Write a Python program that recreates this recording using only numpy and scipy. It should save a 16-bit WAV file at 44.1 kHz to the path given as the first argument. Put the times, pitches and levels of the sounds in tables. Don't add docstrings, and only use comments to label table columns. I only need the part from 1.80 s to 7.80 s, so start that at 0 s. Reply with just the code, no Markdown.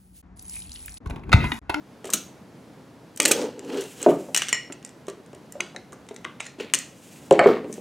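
import sys
import numpy as np
from scipy import signal
from scipy.fft import rfft, irfft, next_fast_len
from scipy.io import wavfile
from scipy.ndimage import uniform_filter1d, map_coordinates

SR = 44100
rng = np.random.default_rng(int(sys.argv[2]) if len(sys.argv) > 2 else 0)


def bounce(signal):
    frames = np.transpose(np.atleast_2d(signal))
    limited = np.clip(frames, -1, 1)
    pcm = np.round(limited * 32767).astype(np.int16)
    wavfile.write(sys.argv[1], SR, pcm)


def natural_amplitude(level_db):
    exponent = np.asarray(level_db, float) / 20
    return 10 ** exponent


N = 264776
TOP_HZ = 15900
SLIDE_SWELL_DB = 22

# (frequency [Hz], level [dB], t60 [s])
TRAY_MODES = [(2400, 0, .05), (2950, 0, .07), (4200, -3, .06), (7700, -3, .05)]


def unit(x):
    return x / np.sqrt(np.mean(x ** 2) + 1e-20)


def along(points, hz):
    f, v = np.transpose(points)
    return np.interp(np.log(hz + 1), np.log(f + 1), v)


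def filtered(x, response):
    m = next_fast_len(x.shape[-1] + SR // 2)
    spectrum = rfft(x, m) * response(np.fft.rfftfreq(m, 1 / SR))
    return irfft(spectrum, m)[..., :x.shape[-1]]


def resonances(peaks):
    def response(f):
        total = 0
        for k, (center, width, db) in enumerate(peaks):
            damping = 1j * f * width
            total = total + (-1) ** k * natural_amplitude(db) * damping / (center * center - f * f + damping)
        return total
    return response


def low_cut(hz):
    corner_hz = 91.5
    return (1j * hz / (corner_hz + 1j * hz)) ** 3


def wobble(rate):
    knots = rng.standard_normal(int(N * rate / SR) + 4)
    return map_coordinates(knots, [np.arange(N) * rate / SR])


def grit(depth_db, rate):
    return natural_amplitude(depth_db * wobble(rate)) * rng.standard_normal(N)


def add(track, s, sound):
    part = track[int(round(s * SR)):][:len(sound)]
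    part += sound[:len(part)]


def ring(hz, db, t60, t, rough=0):
    hz, db, t60 = (np.asarray(v)[:, None] for v in (hz, db, t60))
    steps = uniform_filter1d(rng.standard_normal((len(hz), len(t))), size=120, axis=1)
    drift = rough * np.cumsum(uniform_filter1d(steps, size=90, axis=1), 1)
    decay = natural_amplitude(db - 60 * t / np.maximum(t60, .002))
    return np.sum(decay * np.sin(2 * np.pi * hz * t + drift), 0)


def strokes(rows, swell_db):
    t, gains = np.arange(N) / SR, 0
    for start, top, end, *levels in rows:
        fade = np.clip(np.minimum(t - start, end - t) / .03, 0, 1)
        swell = natural_amplitude(np.interp(t, [start, top, end], [-swell_db, 0, -swell_db]))
        gains = gains + fade * swell * natural_amplitude(levels)[:, None]
    return gains


def steel(contacts, modes, top_db, ring_db):
    # (frequency [Hz], density [dB per Hz])
    burst_colour = [(600, -15), (1000, -13.5), (2980, 0), (4180, -5), (4930, -9), (6310, 1), (8760, 0.5),
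                    (10300, -12), (11800, -22), (13600, -15.5), (15700, -31.5), (16600, -39.5)]
    usual_life_s = .02
    out = np.zeros(N)
    short = np.arange(2048) / SR
    long = np.arange(int(SR * max(mode[2] for mode in modes))) / SR
    hz = np.fft.rfftfreq(len(short), 1 / SR)
    mode_hz, mode_db, mode_t60 = np.transpose(modes)
    noise = rng.standard_normal((len(contacts), len(short)))
    chance = rng.standard_normal((len(contacts), 2, len(modes)))
    for (s, db, clank_db, life), hiss, (a, b) in zip(contacts, noise, chance):
        doublings = np.log2(max(life, .003) / usual_life_s)
        sparkle_db = top_db - 0.24 * clank_db + 3 * doublings
        sing_db = ring_db - doublings
        tilt = [(1000, clank_db + 8.0), (2900, clank_db + 3.5), (5600, 0.013), (8800, 0.011),
                (12000, sparkle_db + 17.0)]
        colour = natural_amplitude(along(burst_colour, hz) + along(tilt, hz))
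        bright = np.sum(colour[(hz > 4500) & (hz < 10000)] ** 2) * 2 / len(short)
        hiss = irfft(rfft(hiss) * colour, len(short)) / np.sqrt(bright)
        crack = natural_amplitude(3 - 60 * short / .007)
        chatter = natural_amplitude(-60 * short / max(life, .003))
        onset = 1 - np.exp(-short / (0.022 * life))
        add(out, s - .0006, natural_amplitude(db - 11.5) * onset * (crack + chatter) * hiss)
        sing = ring(mode_hz * (1 + .005 * a), mode_db + 1.5 * b, mode_t60, long, rough=.085)
        sing = sing * (1 + 2.13 * natural_amplitude(-60 * long / 0.021))
        add(out, s, natural_amplitude(.92 * db - 2.5 + max(clank_db, 0) + sing_db) * sing)
    return out


def air():
    # (frequency [Hz], density [dB per Hz])
    floor = [(15, -57.5), (25, -31.5), (135, 0), (252, 0.5), (389, -6.5), (483, -5.5), (687, -10.5),
             (1030, -14), (1150, -17.5), (1390, -17.5), (2820, -25), (5570, -29.5), (11300, -37.5),
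             (15200, -42.5), (16500, -43.5)]
    # (frequency [Hz], likeness [0-1])
    likeness = [(60, 0.96), (240, 0.97), (950, 0.85), (3770, 0.81), (15000, 0.97)]
    # (frequency [Hz], width [Hz], level [dB])
    lamp = (11100, 50, -81)

    def mid_side(hz):
        turn = np.arccos(np.clip(along(likeness, hz), -1, 1)) / 2
        return natural_amplitude(along(floor, hz)) * np.array([np.cos(turn), np.sin(turn)])

    mid, side = filtered(rng.standard_normal((2, N)), mid_side)
    lamp_hz, lamp_width_hz, lamp_db = lamp
    whine = unit(filtered(rng.standard_normal(N), resonances([(lamp_hz, lamp_width_hz, 0)])))
    hiss = filtered(np.array([mid + side, mid - side]), lambda hz: hz < TOP_HZ)
    sway_db = .6 * wobble(9)
    return natural_amplitude(-48.5 + sway_db) * unit(hiss) + natural_amplitude(lamp_db) * whine


def tray_parts():
    # (time [s], peak [dB], low clank [dB], chatter life [s])
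    clinks = [(.2442, -30, 2.5, .029), (.2536, -26, -2, .05), (.2696, -31, 2, 0.098),
              (.3024, -18, -10, 0.043), (.3274, -21, -3, .041), (.3356, -0.5, -11.5, 0.05),
              (1.3622, -25.5, -32.5, 0.011), (1.3742, -19, -12.5, .025), (1.4015, 0, -1, .02),
              (1.4205, -9.5, -12.5, 0.014), (1.431, -14.5, -25, .012), (1.4535, 1, -7.5, .008),
              (1.4572, 2, -3.5, 0.023), (1.471, -21, -18.5, .025), (1.4795, -9, -15.5, 0.063),
              (1.49, -16.5, -12, .039), (1.5118, -6.5, -6.5, 0.025), (1.5146, 0.5, -7.5, 0.046),
              (1.5195, -13.5, 4.5, 0.012), (1.522, -12.5, -21.5, 0.034), (1.6242, -26, -3.5, 0.012)]
    return steel(clinks, TRAY_MODES, top_db=-14.0, ring_db=-44.0)


def knocks():
    # (frequency [Hz], level [dB])
    low_modes = [(172, -7), (220, -3.5), (250, -10), (300, -1.5), (380, 3), (420, -6), (510, -3.5),
                 (578, 4), (630, -3.5), (690, -3), (770, -0.5), (880, -9.5)]
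    # (frequency [Hz], level [dB])
    high_modes = [(1040, 4.5), (1180, 9), (1300, -8), (1520, 2), (1680, -1.5), (1860, -15), (2250, -4)]
    # (time [s], peak [dB], hardness [dB], life [s], pitch favoured by the spot [Hz])
    blows = [(1.4, -11, -8, 0.067, 415), (1.454, -16, -16, .09, 520), (1.512, -3, -4.5, 0.029, 480),
             (2.264, 4, -20, 0.07, 575), (2.266, 0, -30, .08, 375), (2.29, -1, -29, 0.038, 385),
             (2.27, -8, -30, .12, 235), (2.315, -21.5, -3, 0.12, 600), (2.332, -10, -33, 0.047, 583),
             (2.405, -27, -25, 0.057, 570), (2.44, -26, -24.5, 0.04, 370), (5.512, 2.5, -13, 0.057, 566),
             (5.513, 4.5, -25, 0.077, 294), (5.533, -6, -26, 0.04, 620), (5.592, -1.5, -0.5, 0.12, 740),
             (5.593, -3, -16, 0.039, 290), (5.615, -2.5, -9, 0.054, 616), (5.642, -6.5, -5, 0.057, 597),
             (5.66, 5.5, -10.5, 0.066, 378), (5.69, 0, -10, 0.06, 385), (5.713, -14, -4, 0.072, 564),
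             (5.769, -17, -2, .04, 300)]
    # (time [s], peak [dB], hardness [dB], pitch favoured by the spot [Hz])
    taps = [(0.246, -21, -16, 435), (.259, -21, -16, 426), (0.293, -25, 1, 402), (.339, -17, -6, 300),
            (1.86, -37, -18, 450), (1.935, -20.5, -22, 400), (1.956, -31, -29, 402),
            (2.488, -23.5, -22, 577), (2.901, -22.5, -7, 403), (3.283, -16, -9.5, 417),
            (3.533, -26.5, -16, 450), (3.755, -25, -18, 555), (3.802, -23.5, 2.5, 350),
            (3.948, -28, -11, 800), (3.963, -28.5, -20, 380), (4.129, -28.5, -1, 398.3),
            (4.311, -21, -19, 422), (4.45, -26, 5, 350), (4.786, -25.5, -21, 258), (4.799, -27, -29, 483),
            (4.942, -23.5, -16, 300), (5.845, -17, -22, 379.3), (5.899, -16.5, -22, 260),
            (5.981, -21.5, -29, 380)]
    tap_life_s, spot_db_per_octave = 0.069, 19.5
    out, t = np.zeros(N), np.arange(SR // 7) / SR
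    low_hz, low_db = np.transpose(low_modes)
    high_hz, high_db = np.transpose(high_modes)
    rows = blows + [(s, db, hard_db, tap_life_s, hz) for s, db, hard_db, hz in taps]
    chance = rng.standard_normal((len(rows), 3, len(low_modes)))
    push = 1 - np.exp(-t / 0.00064)
    for (s, db, hard_db, life, spot_hz), (a, b, c) in zip(rows, chance):
        spot_db = 2.5 * b - spot_db_per_octave * np.abs(np.log2(low_hz / spot_hz))
        bent_hz = low_hz * (1 + .012 * a)
        thud = ring(bent_hz, low_db + spot_db, life * (400 / low_hz) ** 0.036, t, rough=0.092)
        high_t60 = np.full(len(high_hz), .5 * life)
        tap = ring(high_hz, high_db + 3 * c[:len(high_hz)], high_t60, t, rough=0.26)
        thud = thud / np.max(np.abs(thud))
        tap = tap / np.max(np.abs(tap))
        add(out, s - .001, natural_amplitude(db) * push * (thud + natural_amplitude(hard_db) * tap))
    return out


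def garage(x):
    # (frequency [Hz], t60 [s])
    decay = [(150, 0.52), (600, 0.29), (2500, 0.38), (7000, 0.34), (15000, 0.34)]
    # (frequency [Hz], level [dB])
    tone = [(150, 8), (1000, 5.5), (5000, 6.5), (10000, -4), (15000, 1.5)]
    # (frequency [Hz], level [dB])
    side_level = [(150, -72), (500, -29), (1500, -24.5), (5000, -13), (14000, -10)]
    delay = 250
    out, step = np.zeros((2, N + SR)), SR // 3
    for start in range(0, N, step):
        hz, t, z = signal.stft(rng.standard_normal((2, SR * 2 // 3)), SR, nperseg=256)
        gain = natural_amplitude(along(tone, hz)[:, None] - 60 * t / along(decay, hz)[:, None])
        gain = gain * np.array([np.ones_like(hz), natural_amplitude(along(side_level, hz))])[..., None]
        mid, side = signal.istft(z * gain, SR, nperseg=256)[1]
        tail = np.array([mid + side, mid - side]) / np.linalg.norm(mid)
        wet = signal.fftconvolve(x[None, start:start + step], tail, axes=1)
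        out[:, start + delay:][:, :wet.shape[1]] += wet[:, :N + SR - start - delay]
    return out[:, :N]


def pings():
    # (time [s], level [dB], frequency [Hz], t60 [s])
    single_modes = [(.336, -19, 7000, 0.019), (1.402, -15, 2390, .025), (1.403, -16, 2960, .03),
                    (1.453, -11.5, 4240, 0.024), (1.455, -19, 1740, .025), (1.515, -14, 2400, 0.038),
                    (1.516, -7, 7900, .025), (2.228, -17.5, 8100, .02), (2.564, -15, 5600, .025),
                    (2.577, -15, 6700, .03), (2.619, -16.5, 2810, .025), (2.69, -25, 5800, .025),
                    (2.729, -8, 7240, .025), (2.926, -29, 7200, 0.035), (3.05, -29.5, 7200, 0.018),
                    (3.805, -8.5, 2270, .015), (3.806, -21, 6100, .02), (3.963, -31, 1690, 0.027),
                    (3.964, -30, 3780, .025), (4.45, -23, 1990, 0.025), (4.605, -23, 2400, .02),
                    (4.665, -32.5, 7050, 0.027), (4.94, -13.5, 3016, 0.027), (4.941, -14, 6600, .025),
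                    (5.593, -12.5, 1880, .03), (5.642, -18, 2100, .02), (5.672, -21, 2080, .02),
                    (5.527, -27, 7540, .03)]
    out, t = np.zeros(N), np.arange(2048) / SR
    onset = 1 - np.exp(-t / .0006)
    for s, db, hz, t60 in single_modes:
        add(out, s, onset * ring([hz], [db], [t60], t, rough=.2))
    return out


def rattle():
    # (start [s], hardest [s], end [s])
    spans = [(1.4, 1.44, 1.52), (1.47, 1.53, 1.68), (2.545, 2.6, 2.76), (3.8, 3.83, 3.95),
             (4.6, 4.64, 4.74), (4.79, 4.82, 4.93), (5.51, 5.54, 5.62), (5.59, 5.63, 5.82)]
    # (clank [dB], jingle [dB])
    levels = [(-42, -35), (-44, -37), (-37, -40), (-52, -57), (-50, -49.5), (-44, -62), (-40, -52),
              (-38, -54)]
    # (frequency [Hz], density [dB per Hz])
    clank_colour = [(600, -26.5), (1500, -1), (2200, 4), (3300, -2.5), (4500, -6), (5500, -32.5)]
    # (frequency [Hz], density [dB per Hz])
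    jingle_colour = [(2500, -20), (3800, -4), (6000, 0), (8500, -3), (10500, -18), (13000, -26),
                     (16000, -40)]
    grains = natural_amplitude(4 * wobble(rate=300)) * rng.standard_normal((2, N))
    low, high = filtered(grains, lambda hz: natural_amplitude([along(clank_colour, hz), along(jingle_colour, hz)]))
    rows = [(*span, *level) for span, level in zip(spans, levels)]
    clank, jingle = strokes(rows, swell_db=13)
    return clank * unit(low) + jingle * unit(high)


def slides():
    # (start [s], hardest [s], end [s], bench rumble [dB], steel scrape [dB])
    drags = [(1.4, 1.45, 1.915, -26.5, -43), (1.48, 1.63, 1.71, -27.5, -59), (1.78, 1.95, 2.1, -30, -55),
             (1.83, 2.01, 2.116, -48, -39.5), (2.14, 2.24, 2.31, -35.5, -39.5),
             (4.77, 4.81, 4.894, -34, -43), (5.82, 5.85, 5.9, -27, -78), (5.95, 5.99, 5.85, -26, -65)]
    # (frequency [Hz], width [Hz], level [dB])
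    bench_peaks = [(190, 270, -8), (275.4, 66, 6.5), (428.4, 55, 8), (518, 120, 5), (594, 330, -5),
                   (870, 120, -5.5)]
    # (frequency [Hz], width [Hz], level [dB])
    edge_peaks = [(1150, 700, -5), (1750, 250, -1), (2800, 300, 0), (3450, 500, -5), (4050, 400, -4),
                  (6500, 3000, -12)]
    rumble = unit(filtered(grit(2.5, rate=50), resonances(bench_peaks)))
    scrape = unit(filtered(grit(2.5, rate=120), resonances(edge_peaks)))
    weight, edge = strokes(drags, SLIDE_SWELL_DB)
    return weight * rumble + edge * scrape


def rolling():
    # (start [s], hardest [s], end [s], level [dB], frequency [Hz])
    rolls = [
        (1.529, 1.616, 1.705, -27, 504),
        (1.891, 1.95, 2.08, -30, 403),
    ]
    out = np.zeros(N)
    for *row, hz in rolls:
        hum = unit(filtered(rng.standard_normal(N), resonances([(hz, 26, 0)])))
        out += strokes([row], SLIDE_SWELL_DB)[0] * hum
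    return out


def drawn_tool():
    # (time [s], peak [dB], low clank [dB], chatter life [s])
    ticks = [(1.7936, -26, -6, 0.013), (1.8484, -40, 4, .025), (1.8865, -45, 10, .025),
             (1.9014, -44, 18.5, 0.041), (1.9445, -36, 11, .03), (1.9726, -29, 4.5, 0.047),
             (2.0394, -30, -7, .015), (2.009, -21.5, -6, 0.04), (2.0202, -30.5, 7, .023),
             (2.1982, -36, 5, 0.12), (2.2174, -24, -16, 0.022), (2.2284, -13.5, -11.5, 0.013),
             (2.2884, -32.5, 10.5, 0.11)]
    return steel(ticks, TRAY_MODES, top_db=-14.5, ring_db=-43)


def gloves():
    # (start [s], hardest [s], end [s], level [dB])
    rubs = [(1.82, 2.02, 2.24, -50), (2.0, 2.26, 2.61, -47), (2.54, 2.57, 2.64, -46),
            (4.92, 5.4, 5.62, -51.5), (5.85, 5.95, 6.08, -52)]
    # (frequency [Hz], density [dB per Hz])
    rustle_colour = [(880, -28), (1500, -4), (2680, 3), (4430, -4), (7320, 3), (12800, -7), (15900, -11.5),
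                     (16500, -15)]
    rustle = unit(filtered(grit(2.4, rate=49), lambda hz: natural_amplitude(along(rustle_colour, hz))))
    return strokes(rubs, swell_db=15)[0] * rustle


def pried_gear():
    # (time [s], peak [dB], low clank [dB], chatter life [s])
    pries = [(2.5464, -4.5, -1.5, 0.036), (2.5636, -5.5, -7, .015), (2.5741, -4.5, -10.5, 0.035),
             (2.5956, -24.5, 4.5, 0.011), (2.6201, -14.5, 4.5, 0.036), (2.6343, -24, -3, 0.0059),
             (2.6852, -16, -2.5, 0.0074), (2.69, -17, -1, 0.046)]
    # (frequency [Hz], level [dB], t60 [s])
    gripped_modes = [(1927, -2.5, 0.11), (2910, 3, .08), (3300, -6, .05), (5830, 7, .04), (7300, -18, .05)]
    return steel(pries, gripped_modes, top_db=-15.5, ring_db=-26.5)


def free_gear():
    # (frequency [Hz], level [dB], t60 [s])
    gear_modes = [(1927, 0, .24), (2870, -4, .26), (4200, -13, .2), (5470, -2, .22), (6200, -14, .12),
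                  (6880, -8, .18), (7300, -5, .14)]
    # (time [s], peak [dB], low clank [dB], chatter life [s])
    strikes = [
        (2.7288, -6, 0, 0.0079),
        (2.7458, -27, 10.5, 0.033),
    ]
    # (time [s], peak [dB], low clank [dB], chatter life [s])
    picks = [(2.9235, -25, 0, 0.025), (3.028, -40, 4, .012), (3.0495, -22, -13, 0.008),
             (3.063, -33, -17, 0.013), (3.0757, -41, -21, 0.013), (3.0923, -34.5, -2, 0.014),
             (3.269, -37, -6, .015), (3.2824, -29, 2.5, 0.056), (3.2998, -28, -9, 0.012),
             (3.4622, -43, -4.5, .019), (3.5314, -42.5, 2, .015), (3.5488, -35.5, -4, 0.021),
             (3.7233, -25, -32, 0.019), (4.267, -47.5, 0, .015)]
    struck = steel(strikes, gear_modes, top_db=-34, ring_db=-19)
    return struck + steel(picks, gear_modes, top_db=-16.5, ring_db=-34.5)


def levered_race():
    # (time [s], peak [dB], low clank [dB], chatter life [s])
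    levers = [
        (3.8056, -15.5, 4.5, 0.019),
        (3.82, -41, -10, .02),
        (3.8644, -44, 10, 0.013),
    ]
    # (frequency [Hz], level [dB], t60 [s])
    race_modes = [(1450, -2, .07), (2250, 0, .14), (3460, -7, .07), (3840, -7, .1), (4770, -4, .14),
                  (6130, -4, .1)]
    return steel(levers, race_modes, top_db=-19, ring_db=-26)


def nudged_cage():
    # (time [s], peak [dB], low clank [dB], chatter life [s])
    nudges = [(3.9478, -51, 2, .017), (3.963, -28.5, 6.5, 0.0086), (3.969, -42, -10, 0.011),
              (4.123, -33.5, -9, 0.017), (4.1302, -33.5, -21, 0.04), (4.2884, -31.5, 1.5, 0.025),
              (4.3116, -44, 10.5, 0.018), (4.344, -36, -17, 0.024), (4.363, -26.5, -2.5, 0.019),
              (4.4461, -33, 14, 0.011), (4.4504, -27.5, 10, 0.0047), (4.6002, -36, 12, 0.028),
              (4.6047, -21.5, 6, 0.014), (4.611, -27.5, 1, .02)]
    # (frequency [Hz], level [dB], t60 [s])
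    cage_modes = [(1350, -1, .07), (1700, -8, .04), (2050, 0, .13), (3800, -4, .11)]
    return steel(nudges, cage_modes, top_db=-22, ring_db=-27.5)


def slipping_tip():
    # (time [s], peak [dB], low clank [dB], chatter life [s])
    slips = [
        (4.655, -37, -6, .02),
        (4.6637, -37, 5, 0.013),
        (4.6673, -30.5, -6.5, 0.0055),
    ]
    # (frequency [Hz], level [dB], t60 [s])
    tip_modes = [(1900, 0, .08), (4200, -9, .16), (7100, -3, .08), (10200, -13, .07)]
    return steel(slips, tip_modes, top_db=-39.5, ring_db=-16.5)


def released_rollers():
    # (time [s], peak [dB], low clank [dB], chatter life [s])
    snaps = [(4.789, -48, 6, 0.032), (4.8, -35, 15.5, 0.045), (4.9377, 0, -5.5, 0.015),
             (4.9466, -2.5, -14.5, 0.015), (4.9523, -8.5, -21, 0.014), (4.9778, -33, -27, 0.019),
             (4.9883, -15.5, -15, 0.02)]
    # (frequency [Hz], level [dB], t60 [s])
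    roller_modes = [(1900, -6, .1), (2930, -2, .11), (3700, -5, .1), (4300, -4, .12), (7080, -4, .12)]
    return steel(snaps, roller_modes, top_db=-18.5, ring_db=-31.5)


def tool_shank():
    # (time [s], peak [dB], low clank [dB], chatter life [s])
    shank_contacts = [(5.3598, -44, 5, 0.027), (5.5104, -13.5, 5, 0.0032), (5.5256, -22, -12, 0.018),
                      (5.5932, -19, 19.5, 0.0046), (5.6419, -32, 16, 0.02), (5.6705, -31, 12, 0.01),
                      (5.7104, -38, 10, 0.01), (5.8442, -51, 19, 0.034), (5.927, -21.5, -20, 0.033),
                      (5.94, -27, -15, 0.032)]
    # (frequency [Hz], level [dB], t60 [s])
    blade_modes = [(1860, -3, .06), (2250, 0, .05), (3200, -6, .08), (4400, -7, .12), (7600, -8, .04)]
    return steel(shank_contacts, blade_modes, top_db=-23, ring_db=-32)


def scene():
    metal = tray_parts() + rattle() + drawn_tool() + pried_gear() + free_gear()
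    metal += levered_race() + nudged_cage() + slipping_tip() + released_rollers() + tool_shank()
    wood = filtered(knocks() + rolling(), low_cut)
    lean_db = 1.1 * wobble(rate=25)
    steel_pair = (metal + pings()) * natural_amplitude([lean_db, -lean_db])
    near = filtered(steel_pair + wood + slides() + gloves(), low_cut)
    far = filtered(garage(natural_amplitude(-10) * metal + natural_amplitude(-6) * wood), low_cut)
    return near * natural_amplitude([[.1], [-.1]]) + far + air()


def band_limit(x):
    return signal.sosfilt(signal.butter(12, 16970, fs=SR, output="sos"), x)


def record(dry):
    held = dry / (1 + np.abs(dry / .99) ** 8) ** (1 / 8)
    mix = filtered(held, lambda hz: natural_amplitude(np.interp(hz, [TOP_HZ, 16960, 17000], [0, -14, -70])))
    return band_limit(mix)


dry = scene()
out = record(dry)
bounce(out)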